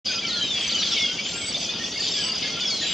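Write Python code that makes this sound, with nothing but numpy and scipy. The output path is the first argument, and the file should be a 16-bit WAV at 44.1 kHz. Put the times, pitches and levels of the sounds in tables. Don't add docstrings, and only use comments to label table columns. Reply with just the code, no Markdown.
import sys
import numpy as np
from scipy import signal
from scipy.fft import rfft, irfft
from scipy.io import wavfile
from scipy.ndimage import uniform_filter1d

SR = 44100
rng = np.random.default_rng(int(sys.argv[2]) if len(sys.argv) > 2 else 0)


def wav_record(signal):
    frames = np.transpose(np.atleast_2d(signal))
    bounded = np.clip(frames, -1, 1)
    quanta = np.round(bounded * 32767).astype(np.int16)
    wavfile.write(sys.argv[1], SR, quanta)


N = 129213


# start_s, length_s, start_pitch_hz, knee_pitch_hz, middle_pitch_hz,
# end_pitch_hz, level_db, bearing
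SLUR_WHISTLES = [(.272, .235, 4800, 3660, 3250, 3037, -29.5, -0.38),
                 (.325, .19, 4450, 4130, 3930, 3600, -28, .2),
                 (.503, .2, 3640, 3420, 3280, 3170, -27, 0.31),
                 (.685, 0.13, 4950, 4150, 3015, 2900, -27.5, 0),
                 (.781, .085, 4380, 4050, 3800, 3180, -26.5, -.4),
                 (.84, .065, 4900, 4600, 4250, 3850, -32, .2),
                 (.858, .05, 3380, 3340, 3300, 3200, -31.5, -.4),
                 (.897, .11, 4030, 3550, 3230, 2950, -26.5, 0),
                 (.972, .175, 3600, 3520, 3270, 3100, -26.5, .1),
                 (1.03, .1, 2900, 2870, 2800, 2733, -35, 0), (2.025, 0.1, 3770, 3520, 3110, 3006, -34, 0),
                 (2.12, 0.22, 3700, 3370, 3020, 2733, -30.5, .2),
                 (2.452, 0.0494, 3690, 3440, 3265, 3080, -35, -0.082),
                 (2.605, .17, 3640, 3430, 3300, 3320, -29, .1),
                 (2.656, .27, 5980, 4380, 4030, 3850, -28.5, -0.24),
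                 (2.805, .06, 3900, 3520, 3230, 2950, -31.5, 0)]
# start_s, length_s, start_pitch_hz, knee_pitch_hz,
# middle_pitch_hz, end_pitch_hz, level_db, bearing
THIN_WHISTLES = [(.44, 0.32, 7750, 7260, 6850, 6400, -49, 0),
                 (.585, .245, 8200, 7880, 7600, 6950, -48.5, -.6),
                 (.85, 0.09, 7400, 7200, 7500, 7850, -49, -0.069),
                 (1.228, .1, 6400, 6900, 7280, 7450, -41.5, 0.4),
                 (1.328, .19, 6950, 7580, 7740, 7840, -37.5, 0.85),
                 (1.58, 0.099, 7950, 7800, 7550, 6900, -50, 0.068),
                 (1.84, 0.093, 5680, 5690, 5700, 5720, -37.5, 0.62),
                 (2.02, .28, 6800, 7170, 7560, 7970, -42.5, 0.5),
                 (2.8, 0.16, 6750, 6930, 7320, 7600, -38, -0.33)]
# start_s, length_s, pitch_hz, glide_octaves, level_db
LIQUID_NOTES = [(.06, .14, 2490, .03, -36.5), (.05, .16, 4950, 0, -33.5), (.085, 0.044, 1520, -0.11, -39),
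                (.135, 0.067, 1360, -0.002, -41), (.22, 0.048, 2313, -0.056, -34),
                (.235, .075, 1350, -.1, -42), (.305, 0.12, 1421, -0.017, -37.5),
                (.35, 0.13, 1707, -0.0093, -44), (.7, .085, 1350, -0.061, -44),
                (.805, 0.027, 1290, 0.046, -45), (.91, 0.032, 1380, 0.026, -41),
                (.962, 0.037, 2200, -0.15, -29), (.995, 0.065, 2163, -0.013, -32.5),
                (1.07, 0.1, 1490, .15, -46), (1.155, 0.08, 2750, -0.016, -40.5),
                (1.183, 0.027, 2314, 0.072, -31), (1.31, 0.11, 1395, -.03, -46.5),
                (1.355, 0.034, 1610, 0.018, -45), (1.41, 0.075, 2213, -0.033, -36),
                (1.73, 0.061, 1413, 0.077, -48), (1.793, 0.037, 1843, .02, -38),
                (1.83, .12, 1915, .02, -48), (1.958, 0.019, 2174, 0.05, -31),
                (1.988, .025, 1814, 0.059, -37.5), (2.17, .06, 1665, -.06, -39),
                (2.23, 0.13, 1305, 0.03, -46), (2.23, 0.13, 1030, 0.066, -48.5),
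                (2.425, .042, 2144, .02, -34.5), (2.437, .04, 1708, .03, -39.5), (2.49, .022, 2110, 0, -34),
                (2.553, .05, 1385, .02, -38), (2.605, .04, 1445, .05, -43),
                (2.705, 0.028, 2256, -0.077, -32.5), (2.812, 0.024, 1840, 0.02, -35),
                (2.823, .045, 1670, 0, -42)]
# start_s, length_s, pitch_hz, glide_octaves, level_db
PIP_NOTES = [(.056, .008, 4980, -.1, -28), (.063, .014, 4570, -.03, -23.5), (.078, .008, 4850, .1, -25.5),
             (.082, .009, 3450, -.1, -28), (.085, .008, 4600, 0, -28), (.11, .022, 6450, .04, -36),
             (.11, .03, 3240, .06, -30), (.156, 0.0093, 5620, -0.33, -33), (.184, 0.019, 3260, 0.25, -27),
             (.248, 0.013, 3130, 0.16, -24.5), (.266, .011, 5400, -.4, -26), (.41, .032, 3150, -.02, -25.5),
             (.426, .01, 6530, -.25, -33), (.675, .014, 6120, -0.058, -26.5),
             (.721, 0.011, 4680, -0.031, -21.5), (.742, .03, 3040, -.04, -26),
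             (.751, 0.0094, 6100, -0.2, -32), (.812, .012, 4500, -.45, -29), (.884, .011, 5700, -.4, -31),
             (.759, 0.0089, 4620, 0, -25.5), (.785, 0.042, 5650, -.08, -32), (.919, .013, 5580, .12, -26),
             (.929, .015, 5530, -.16, -27), (.951, .015, 5480, .08, -33), (.996, 0.019, 5620, -.07, -31),
             (1.018, .014, 5200, -0.19, -27), (1.06, .025, 3230, -0.0028, -27),
             (1.253, 0.025, 3120, -0.065, -29), (1.475, 0.029, 4740, 0, -31.5),
             (1.523, 0.0096, 5600, .2, -30), (1.542, .02, 3540, 0.09, -22.5),
             (1.61, 0.017, 4870, -0.012, -33), (1.647, 0.011, 5580, -0.43, -31),
             (1.688, 0.019, 3500, 0.094, -26.5), (1.837, 0.02, 3490, 0.035, -26.5),
             (1.945, 0.015, 3600, 0.071, -37), (1.996, .018, 7340, .17, -36),
             (1.979, .008, 4750, -.35, -28), (2.004, .011, 4620, -0.066, -25.5),
             (2.085, 0.0089, 5800, -0.31, -31), (2.183, .012, 6600, .35, -36),
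             (2.25, .008, 5540, 0.23, -28), (2.352, 0.0091, 6360, .2, -38), (2.475, 0.014, 6400, .2, -35),
             (2.526, .009, 6200, -0.28, -37), (2.603, 0.01, 6880, 0.067, -37),
             (2.606, .016, 4720, 0, -27.5), (2.652, .014, 5680, .04, -29)]
# start_s, length_s, pitch_hz, level_db
TRILL_NOTES = [(2.114, .015, 5200, -27.5), (2.136, .013, 4650, -27), (2.16, .014, 4900, -27),
               (2.185, .013, 5050, -28), (2.21, .014, 4700, -29), (2.236, .015, 4650, -25),
               (2.263, .015, 4620, -25.5), (2.292, .012, 4620, -27), (2.317, .017, 4660, -25),
               (2.347, .026, 4850, -29), (2.374, .013, 4850, -29.5), (2.401, .017, 4750, -31),
               (2.426, .011, 4900, -31), (2.456, .011, 4750, -32), (2.481, .013, 4680, -30)]
# start_s, length_s, centre_hz, chips_per_s, level_db
RATTLE_RUNS = [(.085, .065, 4100, 120, -35.5), (2.02, .07, 4200, 106, -32.5)]
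# start_s, length_s, centre_hz, spread_octaves, clicks_per_s, level_db
RASP_CALLS = [(.52, .22, 2500, .1, 170, -38), (0.792, .11, 4700, 0.11, 136, -36),
              (0.898, 0.14, 3210, .12, 133, -32.5), (2.0, .115, 4650, .03, 134, -32.5),
              (2.11, 0.11, 3400, 0.046, 143, -42), (2.14, .14, 5200, .13, 120, -38),
              (2.41, 0.072, 3400, 0.17, 125, -36.5), (2.854, 0.093, 3070, 0.14, 140, -33)]
# calls_per_s, pitch_hz, spread_octaves, length_s,
# glide_octaves, level_db
FLOCK_GROUPS = [(54.96, 3250, 0.1204, 0.01764, 0.16, -37), (39.6, 4780, 0.053, 0.0123, 0.093, -35.5),
                (60, 5600, 0.133, 0.01007, 0.233, -38.5), (19.95, 2450, .12, .025, 0.1, -41),
                (7.95, 1450, 0.23, .05, 0.079, -49.5), (14, 6800, .06, 0.0117, .12, -46.5)]
# frequency_hz, level_db_per_hz
CHORUS_COLOUR = [(700, -41), (1200, -15.5), (1800, -13.5), (2300, -7.5), (2700, -5), (3200, -0.5),
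                 (3550, -2), (4000, -8), (4400, -5), (4800, -5), (5300, -11.5), (6400, -12), (7200, -23.5),
                 (8300, -31.5), (9500, -41), (12000, -45), (15500, -53)]
# time_s, middle_band_db, treble_db
CHORUS_SWELLS = [(.05, -32.5, -31), (.21, -36.5, -41.5), (.3, -33.5, -34), (.47, -35.5, -38.5),
                 (.6, -32.5, -33), (.72, -32, -35.5), (.85, -30.5, -32), (1.0, -31.5, -31),
                 (1.1, -34, -36.5), (1.22, -36.5, -39), (1.33, -35, -33), (1.45, -34, -37.5),
                 (1.64, -34.5, -32), (1.76, -36, -40.5), (1.83, -34, -33), (1.92, -36.5, -35.5),
                 (2.07, -33, -33), (2.3, -33, -37.5), (2.46, -32.5, -34.5), (2.57, -31.5, -38),
                 (2.75, -36.5, -32), (2.92, -29, -37)]
# frequency_hz, level_db_per_hz
RUMBLE_COLOUR = [(15, -62), (25, -31), (59, -7.5), (139, -6), (172, -0.5), (216, 0.5), (368, -5.5),
                 (461, -5.5), (500, -6), (638, -7), (911, -13.5), (1200, -18), (1560, -24), (2640, -120)]
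# frequency_hz, likeness (1 = the same)
LEFT_RIGHT_LIKENESS = [(30, .75), (70, 0.93), (150, 0.99), (400, 1), (800, 0.94), (2500, 0.91),
                       (3500, 0.92), (5000, 0.74), (8000, 0.3), (12000, 0.4)]

EAR_GAP_S = 3e-5
EARS = np.array([[.5], [-.5]])
WAVER, WAVER_HZ, FLUTTER_DB, FLUTTER_HZ = .0059, 138, 2.2, 76.2
SLUR_OVERTONE_DB, OVERTONE_DB, OVERTONE_FLICKER_DB, OVERTONE_FLICKER_HZ = -38, -43, 4, 45
PURE_HZ, PURE_DB_PER_HZ = 4350, .008
THIRD_DB, DULL_HZ, DULL_DB_PER_HZ = -6, 11500, .005
KNEE, ATTACK_S, RELEASE_S = .2, .008, .014
SLUR_FADE_DB, THIN_FADE_DB = -6, 1
PIP_BEND, PIP_ROUGH = .15, .012
TRILL_HOOK, TRILL_ROUGH, ROUGH_HZ = .45, .012, 900
CHIP_S, CHIP_GLIDE, CHIP_SPREAD = .0085, -.8, .1
RASP_WIDTH_HZ, RASP_JITTER = 1000, .15
FLOCK_SPREAD_DB = 2.2
TREES_T60_S, TREES_LIKENESS = .43, .83
RUMBLE_DB = -39.5
START_S, FADE_IN_S, EDGE_HZ = .045, .017, 15750


def amp(db):
    return 10 ** (np.asarray(db) / 20)


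def unit(x):
    return x / np.sqrt(np.mean(x ** 2) + 1e-20)


def add(mix, start, sound):
    part = mix[:, max(round(start * SR), 0):][:, :sound.shape[1]]
    part += sound[:, :part.shape[1]]


def wander(t, rate):
    return np.interp(t * rate, np.arange(128), rng.standard_normal(128))


def whistle(t, hz, level, bearing, overtone_db):
    hz = hz * (1 + WAVER * wander(t, WAVER_HZ))
    phase = 2 * np.pi * (np.cumsum(hz) / SR + EARS * bearing * EAR_GAP_S * hz)
    third_db = THIRD_DB - DULL_DB_PER_HZ * np.maximum(3 * hz - DULL_HZ, 0)
    fits = hz < SR / 6
    third = amp(third_db) * np.sin(3 * phase) * fits
    flicker_db = OVERTONE_FLICKER_DB * wander(t, OVERTONE_FLICKER_HZ)
    pure_db = PURE_DB_PER_HZ * np.maximum(hz - PURE_HZ, 0)
    overtones = (np.sin(2 * phase) + third) * amp(overtone_db + flicker_db - pure_db)
    flutter = amp(FLUTTER_DB * wander(t, FLUTTER_HZ))
    return np.sqrt(2) * (np.sin(phase) + overtones) * level * flutter


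def glides(table, fade_db, overtone_db):
    out = np.zeros((2, N))
    for start, length, *pitches, db, bearing in table:
        t = np.arange(0, length, 1 / SR)
        hz = np.interp(t / length, [0, KNEE, .5, 1], pitches)
        hz = uniform_filter1d(hz, size=len(t) // 5, mode="nearest")
        gate = np.minimum(t / ATTACK_S, 1) * np.minimum((length - t) / RELEASE_S, 1)
        level = gate * amp(db + fade_db * t / length)
        add(out, start, whistle(t, hz, level, bearing, overtone_db))
    return out


def note(length, hz, glide, db, bearing, hook=0, rough=0):
    t = np.arange(0, length, 1 / SR)
    u = t / length - .5
    swell = abs(np.sin(np.pi * t / length)) ** .43 * signal.windows.tukey(len(t), .2)
    octaves = glide * u + hook * u ** 2 + rough * wander(t, ROUGH_HZ)
    return whistle(t, hz * 2 ** octaves, swell * amp(db), bearing, OVERTONE_DB)


def notes(table, bend=0, rough=0):
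    out = np.zeros((2, N))
    for start, *row in table:
        bearing = rng.uniform(-.72, .4)
        hook = bend * rng.standard_normal()
        add(out, start, note(*row, bearing, hook, rough))
    return out


def trill():
    out = np.zeros((2, N))
    for start, length, hz, db in TRILL_NOTES:
        add(out, start, note(length, hz, 0, db, -.2, TRILL_HOOK, TRILL_ROUGH))
    return out


def rattles():
    out = np.zeros((2, N))
    for start, length, centre_hz, rate, db in RATTLE_RUNS:
        for chip_start in np.arange(start, start + length, 1 / rate):
            hz = centre_hz * 2 ** (CHIP_SPREAD * rng.standard_normal())
            add(out, chip_start, note(CHIP_S, hz, CHIP_GLIDE, db, .2, rough=TRILL_ROUGH))
    return out


def rasps():
    out = np.zeros((2, N))
    t = np.arange(200) / SR
    click_shape = t ** 2 * np.exp(-np.pi * RASP_WIDTH_HZ * t)
    for start, length, centre_hz, spread, rate, db in RASP_CALLS:
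        call = np.zeros((2, round(length * SR)))
        for k, (late, bend, bearing) in enumerate(rng.standard_normal((40, 3))):
            hz = centre_hz * 2 ** (spread * np.clip(bend, -1.5, 1.5))
            ring = np.sin(2 * np.pi * hz * (t + EARS * EAR_GAP_S * bearing * .5))
            add(call, (k + RASP_JITTER * late) / rate, ring * click_shape)
        rounded = call * signal.windows.tukey(call.shape[1], .5)
        add(out, start, amp(db) * unit(rounded))
    return out


def flock():
    out = np.zeros((2, N))
    for rate, hz, spread, length, glide, db in FLOCK_GROUPS:
        starts = np.cumsum(rng.exponential(1, size=200)) / rate
        chances = np.clip(rng.standard_normal((len(starts), 5)), -2, 2)
        for start, (pitch, long, bend, loud, bearing) in zip(starts, chances):
            call_s = length * 2 ** (.5 * long)
            call_hz = hz * 2 ** (spread * pitch)
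            call_db = db + FLOCK_SPREAD_DB * loud
            add(out, start, note(call_s, call_hz, glide * bend, call_db, .68 * bearing))
    return out


def trees(x):
    t = np.arange(SR // 2) / SR
    echoes = rng.standard_normal((2, len(t))) * (rng.random((2, len(t))) < .1)
    mid, side = echoes * amp(-60 * t / TREES_T60_S) * np.minimum(t / .0079, 1)
    shared = mid * np.sqrt(1 + TREES_LIKENESS)
    tail = shared + np.array([[1], [-1]]) * side * np.sqrt(1 - TREES_LIKENESS)
    return signal.fftconvolve(x, tail / np.linalg.norm(tail[0]), axes=1)[:, :N]


def read(points, hz):
    f, value = np.transpose(points)
    return np.interp(np.log(hz + 1), np.log(f + 1), value)


def blotches(shape, bands, frames):
    across = uniform_filter1d(rng.standard_normal(shape), size=bands, axis=0)
    return unit(uniform_filter1d(across, size=frames, axis=1))


def noise(spectrum, patch_db, flicker_db):
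    shape = (257, N // 128 + 6)
    loudness_db = patch_db * blotches(shape, 4, 7) + flicker_db * blotches(shape, 40, 4)
    z = rng.standard_normal((2, *shape)) + 1j * rng.standard_normal((2, *shape))
    raw = signal.istft(z * amp(loudness_db), nperseg=512, noverlap=384)[1][:, :N]
    mid, side = rfft(raw)
    f = np.fft.rfftfreq(N, 1 / SR)
    same = np.clip(read(LEFT_RIGHT_LIKENESS, f), -1, 1)
    mid, side = mid * np.sqrt(1 + same), side * np.sqrt(1 - same)
    stereo = np.array([mid + side, mid - side])
    return unit(irfft(stereo * amp(read(spectrum, f)), N))


def chorus():
    s, middle_db, treble_db = np.transpose(CHORUS_SWELLS)
    t = np.arange(N) / SR
    wash = noise(CHORUS_COLOUR, patch_db=2.5, flicker_db=2)
    middle = signal.sosfiltfilt(signal.butter(6, 4100, fs=SR, output="sos"), wash)
    treble = wash - middle
    middle_gain = amp(np.interp(t, s, middle_db) - 1)
    treble_gain = amp(np.interp(t, s, treble_db) - 1)
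    return unit(middle) * middle_gain + unit(treble) * treble_gain


def rumble():
    return amp(RUMBLE_DB) * noise(RUMBLE_COLOUR, patch_db=1.3, flicker_db=.84)


def scene():
    slurs = glides(SLUR_WHISTLES, SLUR_FADE_DB, SLUR_OVERTONE_DB)
    near = slurs + notes(PIP_NOTES, PIP_BEND, PIP_ROUGH) + rasps() + rattles()
    thin = glides(THIN_WHISTLES, THIN_FADE_DB, OVERTONE_DB)
    liquid, trilled, far = notes(LIQUID_NOTES), trill(), flock()
    into_trees = amp(-7.5) * near + amp(-16.5) * thin + amp(-8) * liquid
    into_trees += amp(-4) * far + amp(-9) * trilled
    direct = near + thin + trilled + amp(-.5) * liquid + amp(-3) * far
    birds = direct + trees(into_trees) + chorus()
    return birds * amp([[.25], [-.25]]) + rumble()


def record(dry):
    opened = dry * np.clip((np.arange(N) / SR - START_S) / FADE_IN_S, 0, 1)
    low_pass = signal.firwin(511, EDGE_HZ, window=("kaiser", 9), fs=SR)
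    return signal.oaconvolve(opened, low_pass[None], "same")


dry = scene()
out = record(dry)
wav_record(out)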